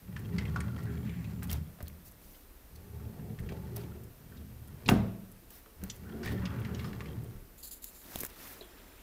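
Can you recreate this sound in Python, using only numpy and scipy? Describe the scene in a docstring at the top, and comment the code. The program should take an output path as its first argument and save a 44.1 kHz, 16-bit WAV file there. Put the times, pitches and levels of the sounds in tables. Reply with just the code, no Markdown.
"""Wooden desk drawers roll in and out: contact grains ring resonances of carcass, panels, box and runners.
Runners and contents tick as decaying noise bursts; one drawer slams, exciting decaying modes and a tail.
Fingers scuff, snap and knock a hand-held camera body, built from shaped noise and damped sines.
The camera's electronics whine as jittered sines and tick at a steady period.
Room murmur and microphone hiss lie beneath as coloured noise."""
import sys
import numpy as np
from scipy import signal
from scipy.io import wavfile
from scipy.ndimage import uniform_filter1d

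SR = 44100
rng = np.random.default_rng(int(sys.argv[2]) if len(sys.argv) > 2 else 0)


def field_ratio(decibels):
    """Amplitude ratio for a level in dB (20 dB per decade); scalars and array-likes work."""
    return 10 ** (np.asarray(decibels, dtype=float) / 20)


def generate_wav(sig):
    """Save sig (samples, or channels by samples) to the path in sys.argv[1] as 16-bit PCM at SR."""
    pcm = np.round(np.clip(np.atleast_2d(sig).T, -1, 1) * 32767).astype(np.int16)
    wavfile.write(sys.argv[1], SR, pcm)


N = 398134
TIME = np.arange(N) / SR

# speed of each of the four pushes and pulls, expressed as rumble: (time [s], level [dB])
SPEED = [
    [(0.0, -60), (0.08, -43.5), (0.36, -32.5), (1.02, -33.5), (1.17, -39.5), (1.55, -35.5), (1.79, -54),
     (1.81, -44.5), (2.5, -75)],
    [(2.55, -76), (2.772, -51), (3.07, -40.5), (3.122, -44.5), (3.332, -38), (3.376, -49), (3.406, -39),
     (3.996, -42), (4.12, -52.5)],
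    [(4.13, -60), (4.258, -47), (4.28, -55), (4.32, -44.5), (4.37, -45), (4.396, -46.5), (4.576, -49.5),
     (4.848, -42), (4.882, -31.5)],
    [(5.76, -62), (5.836, -41), (5.94, -48.5), (6.266, -34.5), (6.572, -36), (6.962, -38), (7.266, -42),
     (7.52, -60), (7.62, -70)],
]
# spells in which the whine gives way to a tone: (whine stop [s], tone start [s], end [s])
SPELLS = [(.84, .9, 1.41), (7.86, 8.6, 9.03)]


def rms_one(x):
    """Normalise the mean power: unit rms."""
    return x / np.sqrt(np.mean(x ** 2) + 1e-20)


def level_curve(rows):
    """Interpolate a (time [s], level [dB]) table linearly in dB, one value a sample."""
    return np.interp(TIME, *np.transpose(rows))


def at_hz(points, hz, column=1):
    """Interpolate a table over logarithmic frequency."""
    points = np.array(points)
    return np.interp(np.log(hz), np.log(points[:, 0]), points[:, column])


def butterworth(x, order, hz, kind):
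    """Filter with a maximally flat passband."""
    return signal.sosfilt(signal.butter(order, hz, kind, fs=SR, output="sos"), x)


def drift(rate):
    """Random modulation: noise through two equal poles at rate [Hz], unit rms, made at every 40th sample."""
    r = np.exp(-80 * np.pi * rate / SR)
    noise = rng.standard_normal(N // 40 + 2002)
    slow = signal.lfilter([1], [1, -2 * r, r * r], noise)[2000:]
    return np.interp(np.arange(N) / 40, np.arange(len(slow)), rms_one(slow))


def resonance(x, hz, width):
    """Simple resonator: a pole pair whose damping sets the bandwidth, with unit gain at the peak."""
    r = np.exp(-np.pi * width / SR)
    poles = [1, -2 * r * np.cos(2 * np.pi * hz / SR), r * r]
    return signal.lfilter([(1 - r * r) / 2, 0, (r * r - 1) / 2], poles, x)


def bands():
    """Band analysis of white noise: yields half-octave (centre [Hz], band noise)."""
    edges = 22 * 2 ** np.arange(0, 9.8, .5)
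    white = rng.standard_normal((2, N))  # neighbouring bands use different noise
    for k, (low, high) in enumerate(zip(edges, edges[1:])):
        yield np.sqrt(low * high), butterworth(white[k % 2], 2, [low, high], "band")


def coloured(spectrum, flicker_db):
    """Spectral shaping: noise bands weighted by a spectrum, each level flickering independently."""
    return rms_one(sum(noise * field_ratio(at_hz(spectrum, hz) + flicker_db * drift(36.0)) for hz, noise in bands()))


def grains(per_s, spread_db):
    """Shot-noise model of friction: random contacts of uneven size and sign."""
    sizes = field_ratio(spread_db * np.minimum(rng.exponential(1, N), 4)) * rng.choice([-1, 1], N)
    return sizes * (rng.random(N) < per_s / SR) + 1e-9


def add(out, s, piece):
    """Superpose a piece on the output from time s [s]."""
    at = round(s * SR)
    out[at:at + len(piece)] += piece[:N - at]


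def rolled(modes, per_s, spread_db, waver_db, rate, order, pitch=(1,)):
    """Forced modal response: contacts ring resonances of wavering coupling, scaled in pitch by stroke."""
    contacts, out = grains(per_s, spread_db), 0
    starts = [round(rows[0][0] * SR) for rows in SPEED[1:len(pitch)]]
    for hz, width, db in modes:
        rung = np.split(contacts, starts)
        for _ in range(order):
            rung = [resonance(part, hz * scale, width) for part, scale in zip(rung, pitch)]
        coupling = field_ratio(db + waver_db * drift(rate))
        out = out + coupling * rms_one(np.concatenate(rung))
    return rms_one(out)


def stroke_gain(shape):
    """Amplitude envelope over all strokes; shape gives dB from speed, stroke row and progress."""
    # one row a stroke, levels over the speed:
    # (boom [dB], panels [dB], drawer box [dB], scrape at start [dB], scrape at end [dB])
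    strokes = [(-3, -4.5, -19.5, -25.5, -28), (-2.5, -6.5, -11, -25, -28), (-3.5, -8, -14, -27, -24.5),
               (-2.5, -3, -10.5, -22, -23.5)]
    out = np.zeros(N)
    for rows, stroke in zip(SPEED, strokes):
        start, end = rows[0][0], rows[-1][0]
        progress = (TIME - start) / (end - start)
        moving = (progress > 0) * (progress < 1)
        out += moving * field_ratio(shape(level_curve(rows), stroke, progress.clip(0, 1)))
    return out


def rolling():
    """Structure-borne sound: roller contacts excite the modes of carcass, panels and drawer box."""
    # modes, the width being that of each of two passes: (frequency [Hz], width [Hz], level [dB])
    boom_modes = [(75.9, 14, 0.5), (110.1, 33.4, 2.5), (145.8, 17.7, -5)]
    panel_modes = [(188, 32.3, 2.5), (216.7, 28, -1), (260, 33, -8.5)]
    drawer_modes = [(297, 46, -4), (358.4, 67, 2.5), (402, 24.4, 0), (454, 40, -3), (561, 45, -7),
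                    (677, 88, -9), (735, 49, -13.5), (872, 36, -12.5)]
    # each drawer's load tunes its panels: one frequency factor a stroke
    panel_pitch = [0.93, 0.96, 1.1, 1.01]
    panel_rise, full_speed_db = 0.23, -29.5  # extra dB for each dB of speed, nil at full speed

    def boom_db(speed, stroke, _):
        return speed + stroke[0]

    def panel_db(speed, stroke, _):
        return speed + stroke[1] + panel_rise * (speed - full_speed_db)

    def drawer_db(speed, stroke, _):
        return speed + stroke[2] + panel_rise * (speed - full_speed_db)

    boom = rolled(boom_modes, 300, 3.5, waver_db=1.8, rate=3, order=2)
    panels = rolled(panel_modes, 400, 3.5, waver_db=2.5, rate=3, order=2, pitch=panel_pitch)
    drawer = rolled(drawer_modes, 400, 3.5, waver_db=2.5, rate=3, order=2)
    rumble = stroke_gain(boom_db) * boom + stroke_gain(panel_db) * panels + stroke_gain(drawer_db) * drawer
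    return butterworth(rumble, 2, 45., "high")


def scrape_db(speed, stroke, progress):
    """Load transfer: level follows smoothed speed and shifts as the drawer's weight moves along the runners."""
    follows, smooth_s = 0.94, 0.11  # share of the speed's swing in dB; averaging time
    smooth = uniform_filter1d(speed, round(smooth_s * SR))
    followed = smooth.max() + follows * (smooth - smooth.max())
    return followed + stroke[3] + (stroke[4] - stroke[3]) * progress


def scraping():
    """Sliding friction: dense clumped contacts excite runner resonances while the contents knock about."""
    # runner resonances: (frequency [Hz], width [Hz], level [dB])
    runner_modes = [(640, 160, -15), (1030, 570, 10), (1140, 73, -1), (1400, 210, 3), (1800, 150, 3.5),
                    (1950, 330, -17), (2600, 800, -12), (4030, 590, -3)]
    rattle_db = -3.5  # relative to the unclumped scrape
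    scrape = rolled(runner_modes, 1500, 4, waver_db=2.5, rate=5, order=1)
    clumps = field_ratio(2 * drift(12))
    knocking = grains(130 * field_ratio(4 * drift(6)), 4)
    rattle = np.zeros(N)
    for hz in np.geomspace(700, 3200, 10):
        rung = resonance(resonance(knocking, hz, .05 * hz), hz, .4 * hz)
        rattle += rms_one(rung) * field_ratio(4 * drift(15))
    return stroke_gain(scrape_db) * (clumps * scrape + field_ratio(rattle_db) * rms_one(rattle))


def floor():
    """Stationary background: room murmur and microphone hiss as shaped noise, the lows a little lumpy."""
    # relative spectral density: (frequency [Hz], level [dB])
    density = [(15, -30), (25, 0.5), (58, -0.5), (145, -23.5), (212, -11), (575, -17.5), (775, -21.5),
               (1790, -24.5), (3720, -30), (9070, -31.5), (12200, -23), (14400, -29), (16000, -32)]
    lumps = drift(2.7)
    out = np.zeros(N)
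    for hz, noise in bands():
        out += noise * field_ratio(at_hz(density, hz) + 0.49 * lumps * (hz < 300) + 0.04 * drift(15.0))
    return field_ratio(-57) * rms_one(out)


def since_camera_tick():
    """Periodicity: time [s] since the camera's cycle last began."""
    start_s, period_s = .1926, .6405
    return (TIME - start_s) % period_s


def whine():
    """Frequency modulation: jittered sines that rest after each camera tick and during the spells."""
    # lines: (frequency [Hz], rms jitter [Hz], peak level [dB])
    lines = [(12200, 48, -72), (12050, 31, -70), (13900, 80, -75)]
    rest_s = .05
    on = (since_camera_tick() > rest_s) * 1.
    for stop, _, end in SPELLS:
        on = on * ((TIME < stop) | (TIME > end))
    out = np.zeros(N)
    for hz, jitter, db in lines:
        out += field_ratio(db) * np.sin(2 * np.pi * np.cumsum(hz + jitter * drift(123.0)) / SR)
    return on * out


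def camera_ticks():
    """Exponential decay: high-passed noise forms a double tick at each period."""
    since = since_camera_tick()
    second_s = .006
    first = field_ratio(-60 * since / 0.012)
    second = (since > second_s) * field_ratio(-60 * (since - second_s) / 0.016)
    noise = rng.standard_normal(N) * field_ratio(-45.5)  # level ahead of the high-pass
    return butterworth(noise * (first + second), 2, 9000, "high")


def ticks():
    """Impact response: a dying noise burst rings a broad mode and narrow partials, with a bright snap."""
    # runners and drawer contents, plus the slam's bright crack at 4.89 s: (time [s], ring peak [dB], ring
    # frequency [Hz])
    tick_rows = [(0.164, -35.5, 1520), (0.383, -31, 1990), (0.383, -35, 4370), (0.409, -44, 1900),
                 (0.4533, -37, 2040), (0.5602, -30.5, 1110), (0.5601, -36, 846), (0.604, -32.5, 1880),
                 (0.6035, -37, 9000), (1.094, -42, 2370), (1.243, -43, 2600), (1.424, -38.5, 1490),
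                 (1.496, -35.5, 3330), (1.513, -38, 2240), (1.526, -35.5, 5530), (1.787, -49, 770),
                 (1.805, -37, 582), (2.3453, -51, 3000), (2.757, -52, 4700), (2.999, -53, 1140),
                 (3.388, -42.5, 1700), (3.49, -38.5, 1920), (3.521, -42, 570), (3.521, -35, 390),
                 (3.768, -41.5, 700), (3.836, -39, 300), (4.319, -52.5, 1490), (4.37, -54, 3900),
                 (4.8595, -37, 2600), (4.8897, -27, 7000), (5.66, -47.5, 476), (5.8148, -51, 1510),
                 (5.8355, -44.5, 1690), (5.898, -37, 3200), (5.9, -32, 5960), (6.0944, -47, 1420),
                 (6.232, -36, 1440), (6.258, -34, 1830), (6.274, -31.5, 1880), (6.32, -44, 1830),
                 (6.4545, -39.5, 4900), (6.4547, -33.5, 2800), (6.6488, -39, 1980), (6.7464, -40, 3100),
                 (6.7466, -42, 5500), (6.794, -38.5, 2170), (6.8437, -37, 1200), (6.929, -41, 1760),
                 (7.006, -33.5, 1870), (7.0576, -41.5, 2160), (8.4533, -45, 1950), (8.611, -41, 354)]
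    ring_t60_s, snap_share = 0.056, 0.64  # the snap dies in this share of the ring's time
    snap_db = -19  # snap peak relative to the ring
    out, t = np.zeros(N), TIME[:SR // 5]
    decay = field_ratio(-60 * t / (ring_t60_s * np.array([[1], [snap_share]])))
    for s, db, hz in tick_rows:
        noise = rng.standard_normal((2, len(t))) + 2.9 * (t == t[8])  # noise with one sharp impulse
        burst = noise * decay * np.minimum(t / 0.00011, 1)
        ring = resonance(burst[0], hz, 0.27 * hz) + 0.19 * resonance(burst[0], 0.69 * hz, 1.1 * hz)
        for ratio in np.array([1, 1.2, 1.5, 1.9]) * rng.uniform(.94, 1.06, 4):
            partial = resonance(burst[0], min(ratio * hz, .4 * SR), 0.04 * hz)
            ring = ring + 2.4 * partial / ratio ** 3.5
        ring = butterworth(ring, 2, 7000, "low")
        snap = butterworth(burst[1], 2, [5000, 11000], "band")
        add(out, s, field_ratio(db) * (ring / np.abs(ring).max() + field_ratio(snap_db) * snap / np.abs(snap).max()))
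    return out


def room(x):
    """Reverberation: ten feedback delays, each low-passed and attenuated on every round."""
    t60_s, wall_cut_hz = 0.66, 2800
    out, dull = np.zeros(N), np.exp(-2 * np.pi * wall_cut_hz / SR)
    for k, lag in enumerate((np.geomspace(.011, .043, 10) * SR).astype(int)):
        loop, gain, state = x.copy(), field_ratio(-60 * lag / SR / t60_s), [0.]
        for i in range(lag, N, lag):
            back, state = signal.lfilter([gain * (1 - dull)], [1, -dull], loop[i - lag:i], zi=state)
            loop[i:i + lag] += back[:N - i]
        out += (loop - x) * (-1) ** k
    return out


def rings():
    """Friction-excited resonance: decaying narrow-band noise, the narrowest with its own fluctuation removed."""
    # squeaks, rough patches and rings of runners, small things and a fingertip, width per pass:
    # (time [s], frequency [Hz], width [Hz], level [dB], t60 [s])
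    ring_rows = [(.48, 1380, 110, -62, 7.8), (0.56, 1438, 100, -29.5, 0.03), (.78, 1870, 90, -55, 0.23),
                 (.86, 1610, 500, -53.5, 0.54), (1.06, 1930, 1200, -57, 1.1), (3.52, 872, 40, -61, 1.6),
                 (4.861, 3870, 1600, -41.5, 0.067), (6.05, 1500, 300, -60.5, 1.3),
                 (6.23, 4670, 2200, -52, 0.35), (6.25, 1880, 350, -51, 0.73), (6.42, 1260, 1100, -51, 2.8),
                 (6.792, 3700, 1500, -55, 0.19), (6.375, 1780, 50, -48, 0.13),
                 (6.794, 2230, 50.8, -57, 0.18), (6.843, 5170, 25, -57, 0.15), (6.85, 1140, 50, -58, .3),
                 (7.006, 1140, 35, -51, 0.18), (7.629, 4500, 600, -51.5, 0.2), (7.711, 4840, 600, -55, 0.1),
                 (8.61, 4030, 280, -47.5, 0.061), (8.62, 3310, 350, -57.5, 0.25)]
    out, t = np.zeros(N), TIME[:SR // 2]
    for s, hz, width, db, t60 in ring_rows:
        noise = rng.standard_normal(2 * len(t))
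        tone = rms_one(resonance(resonance(noise, hz, width), hz, width)[len(t):])
        if width < 55:  # keep only the wandering phase
            tone = rms_one(np.cos(np.angle(signal.hilbert(tone))))
        fades = np.minimum(t / 0.00065, 1) * np.minimum((t[-1] - t) / 0.044, 1)
        add(out, s, tone * field_ratio(db - 60 * t / t60) * fades)
    return out


def snaps():
    """Stick-slip release of the grip: short bright noise bursts, each with a thin, slower-dying hiss."""
    # dry snaps: (time [s], nominal peak [dB])
    snap_rows = [(0.605, -36), (1.4312, -23), (1.438, -29), (1.505, -23), (1.5138, -17), (1.526, -23.5),
                 (1.53, -14), (1.827, -23.5), (1.8815, -24), (3.763, -22), (3.7669, -18.5), (3.779, -29),
                 (5.505, -27), (5.8377, -19.5), (6.2597, -24), (7.8426, -14.5), (8.158, -12), (8.188, -16),
                 (8.202, -23), (8.206, -12.5), (8.212, -17), (8.2337, -16), (8.242, -22), (8.2496, -13),
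                 (8.264, -17), (8.3005, -31)]
    t60_s, crest_db = 0.009, 9.5  # a burst's nominal peak over its rms
    hiss_db, hiss_t60_s = -19, 0.037  # hiss rms relative to the nominal peak
    snapping, hissing = np.zeros((2, N))
    t = TIME[:SR // 10]
    for s, db in snap_rows:
        add(snapping, s, field_ratio(db - crest_db - 60 * t / t60_s))
        add(hissing, s, field_ratio(db + hiss_db - 60 * t / hiss_t60_s))
    bright = butterworth(snapping * rng.standard_normal(N), 1, 11000., "high")
    return bright + butterworth(hissing * rng.standard_normal(N), 4, 12500., "high")


def rubbing():
    """Friction noise: rubs on the camera body give a bright part and a duller part through the body."""
    # (time [s], length [s], rise [s], treble level [dB], duller part relative to it [dB])
    rub_rows = [(1.426, 0.038, .004, -53, -3), (1.486, 0.13, 0.012, -56, 5.5),
                (2.046, 0.069, .01, -56.5, -53), (2.203, 0.32, .022, -61, -9), (3.752, 0.14, .003, -66, 9),
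                (5.5, 0.16, 0.0077, -57, -5), (5.83, 0.26, .008, -63, -21),
                (6.242, 0.17, .004, -61.5, 11.5), (6.73, 0.18, 0.081, -64.5, 8.5),
                (7.894, 0.14, 0.013, -59, -7), (8.016, 0.28, 0.12, -49.5, -1.5),
                (8.281, 0.12, 0.014, -61, 4.5), (8.359, 0.28, 0.047, -51.5, -1.5),
                (8.534, 1, 0.062, -75, 15.5)]
    # relative spectral densities: (frequency [Hz], level [dB])
    bright_density = [(2940, -38), (5000, -1), (9320, -6.5), (10900, -5), (14800, 6.5), (16000, -5)]
    dull_density = [(150, 3.5), (300, 6), (700, -1), (1700, -1), (3500, -6), (6000, -15)]
    hold, start_db, end_db = 0.44, -11, -21  # hold as share of the length
    bright, dull = np.zeros(N), np.zeros(N)
    for s, length, rise, db, dull_db in rub_rows:
        share = (TIME - s) / length
        risen = rise / length
        shape_db = np.interp(share, [0, risen, risen + hold, 1], [start_db, 0, 0, end_db])
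        stroke = field_ratio(db + shape_db) * (share > 0) * (share < 1)
        bright += stroke
        dull += field_ratio(dull_db) * stroke
    out = bright * coloured(bright_density, flicker_db=1.5) + dull * coloured(dull_density, flicker_db=2.5)
    return out * field_ratio(.7 * drift(60.0))


def spell_tones():
    """Frequency glide: a jittered tone scoops up to pitch, with its octave locked in phase."""
    pitch_hz, jitter_hz, scoop_hz, scoop_s = 7240, 44, 220, 0.02
    tone_db, octave_db = -74, 8  # the octave relative to the tone
    out = np.zeros(N)
    for _, start, end in SPELLS:
        hz = pitch_hz - scoop_hz * np.exp(-np.maximum(TIME - start, 0) / scoop_s)
        phase = 2 * np.pi * np.cumsum(hz + jitter_hz * drift(79.0)) / SR
        tone = np.sin(phase) + field_ratio(octave_db) * np.sin(2 * phase)
        out += (TIME > start) * (TIME < end) * field_ratio(tone_db) * tone
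    return out


def bumps():
    """Damped oscillation: a soft push through hand and carcass rings for a fixed number of cycles."""
    # dull bumps: (time [s], starting level [dB], frequency [Hz])
    bump_rows = [(1.529, -32.5, 73.6), (1.83, -32, 76), (3.398, -33, 113), (3.415, -39, 38.0),
                 (3.843, -41, 105), (5.831, -33, 188), (6.262, -30, 114), (7.349, -42, 35.0)]
    decay_cycles = 15.0  # cycles to fall 60 dB
    out, t = np.zeros(N), TIME[:SR // 3]
    for s, db, hz in bump_rows:
        add(out, s, field_ratio(db - 60 * t * hz / decay_cycles) * np.sin(2 * np.pi * hz * t))
    return out


def knocks():
    """Heavy damping: finger knocks on the camera body die in a few cycles plus the contact time."""
    # dry knocks: (time [s], starting level [dB], frequency [Hz])
    knock_rows = [(1.864, -50, 4500), (1.8715, -42, 4250), (1.878, -43, 3300), (1.8815, -38, 4300),
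                  (1.9, -45, 2200), (8.157, -30, 206), (8.158, -27.5, 3530), (8.159, -27, 650),
                  (8.2154, -32, 320), (8.2347, -29, 386), (8.2357, -29, 2100), (8.2337, -30.5, 1200),
                  (8.241, -47, 1600), (8.2493, -31, 1620)]
    decay_cycles, contact_s = 2.6, 0.0035
    out, t = np.zeros(N), TIME[:SR // 3]
    for s, db, hz in knock_rows:
        add(out, s, field_ratio(db - 60 * t / (decay_cycles / hz + contact_s)) * np.sin(2 * np.pi * hz * t))
    return out


def slam():
    """Impact excitation: hard cracks, soft thuds into modes, and a tail decaying band by band."""
    # cracks, then the front seating home; thud levels precede the modal weights:
    # (time [s], crack peak [dB], crack frequency [Hz], thud level [dB], thud contact frequency [Hz])
    contacts = [(4.881, -32, 9000, -21, 250), (4.8881, -13.5, 2360, -16.5, 1500),
                (4.889, -16.5, 775, -55, 120), (4.896, -21, 14000, -49, 500),
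                (4.911, -27.5, 1460, -17, 198), (4.948, -50, 1500, -41, 220)]
    # modes of carcass and drawer front: (frequency [Hz], level [dB], t60 [s])
    front_modes = [(81, 2, 0.21), (109.4, -2, 0.83), (139.6, -4.5, 0.32), (189.7, 2, 0.76),
                   (216, 0.5, 0.57), (262, -7, 0.29), (349, -8, 0.2), (403.7, -10.5, 0.36),
                   (658, -14, 0.55), (703, -12, 0.2), (746, -10, 0.24), (1206, -13, 0.19),
                   (1545, -14, 0.29), (1950, -8, 0.046), (2790, -2, 0.044), (3700, -18, 0.031),
                   (5500, -20, .04)]
    # tail: (frequency [Hz], band level [dB], t60 [s])
    tail = [(35, -39, 0.49), (68, -31, 0.66), (176, -32, 0.84), (500, -36, 0.64), (1200, -41, 0.56),
            (3000, -47, 0.55), (7000, -51, 0.31), (14000, -44, 0.22)]
    out, t = np.zeros(N), TIME[:SR]
    for s, crack_db, crack_hz, thud_db, contact_hz in contacts:
        chatter = rng.standard_normal(len(t)) * np.minimum(t / 0.0012, 1)
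        noise = (chatter + 3.4 * (t == 0)) * field_ratio(-60 * t / 0.026)  # first contact, then chatter
        crack = resonance(noise, crack_hz, 1.05 * crack_hz)
        crack = resonance(crack, crack_hz, 0.71 * crack_hz) + 0.0057 * noise
        add(out, s, field_ratio(crack_db) * crack / np.abs(crack).max())
        for k, (hz, db, t60) in enumerate(front_modes):
            ratio = hz / contact_hz
            soft = ratio / (1 + ratio ** 2)  # favours modes near the contact frequency
            strength = field_ratio(thud_db + db + rng.normal(0, 0.71)) * soft * (-1) ** k
            add(out, s, strength * field_ratio(-60 * t / t60) * np.sin(2 * np.pi * hz * t))
    since = np.maximum(TIME - contacts[1][0], 0)
    for hz, noise in bands():
        swell = 1 - np.exp(-since * hz / 1.4)  # lows build up later
        decay_db = -60 * since / at_hz(tail, hz, column=2)
        out += rms_one(noise) * swell * field_ratio(at_hz(tail, hz) + decay_db)
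    return out


def slips():
    """Friction through a cavity: fingertip slips excite the resonances of the hollow camera body."""
    # slips: (time [s], level [dB], length [s])
    slip_rows = [(7.575, -55, 0.062), (7.626, -46, 0.057), (7.669, -48, 0.04), (7.707, -45, 0.055),
                 (7.753, -56, 0.049), (7.817, -51, 0.1), (7.942, -56, 0.1)]
    # body resonances, each of two passes 1.8 times this wide: (frequency [Hz], width [Hz], level [dB])
    body_modes = [(4500, 1700, 1), (7340, 830, 6), (10800, 2200, -1), (13400, 4500, 10)]
    friction = grains(per_s=6900.0, spread_db=-1.5)
    hollow, slipping = np.zeros((2, N))
    for hz, width, db in body_modes:
        rung = resonance(resonance(friction, hz, 1.8 * width), hz, 1.8 * width)
        hollow += field_ratio(db) * rms_one(rung)
    for s, db, length in slip_rows:
        t = TIME[:round(length * SR)]
        fades = np.minimum(t / 0.0066, 1) * np.minimum((length - t) / 0.026, 1)
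        add(slipping, s, field_ratio(db - 2.0 * t / length) * fades)
    return slipping * rms_one(hollow)


def hand_wobble():
    """Low-frequency vibration: band-passed noise stands for the wobble of the holding hand."""
    # (time [s], level [dB])
    wobble_rows = [(7.9, -79), (8.2, -50), (8.6, -78)]
    wobble = rms_one(butterworth(rng.standard_normal(N), 2, [22., 75.], "band"))
    return wobble * field_ratio(level_curve(wobble_rows)) * (TIME > wobble_rows[0][0])


def scene():
    """Linear superposition: desk sounds, reverberation of ticks and rings, then sounds at the camera."""
    hits = ticks() + rings()
    desk = rolling() + scraping() + hits + field_ratio(-18.5) * room(hits) + bumps() + slam()
    fingers = snaps() + rubbing() + knocks() + slips() + hand_wobble()
    electronics = whine() + camera_ticks() + spell_tones()
    return (desk + fingers + electronics + floor())[None]


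def top_cut(x):
    """Nothing passes above the cut-off."""
    return signal.sosfilt(signal.butter(12, 16970, fs=SR, output="sos"), x)


def record(dry):
    """Band limitation: a steep Chebyshev low-pass is 50 dB down from 16.1 kHz."""
    mix = signal.sosfilt(signal.cheby2(14, 50, 16100, fs=SR, output="sos"), dry)
    return top_cut(mix)


dry = scene()
out = record(dry)
generate_wav(out)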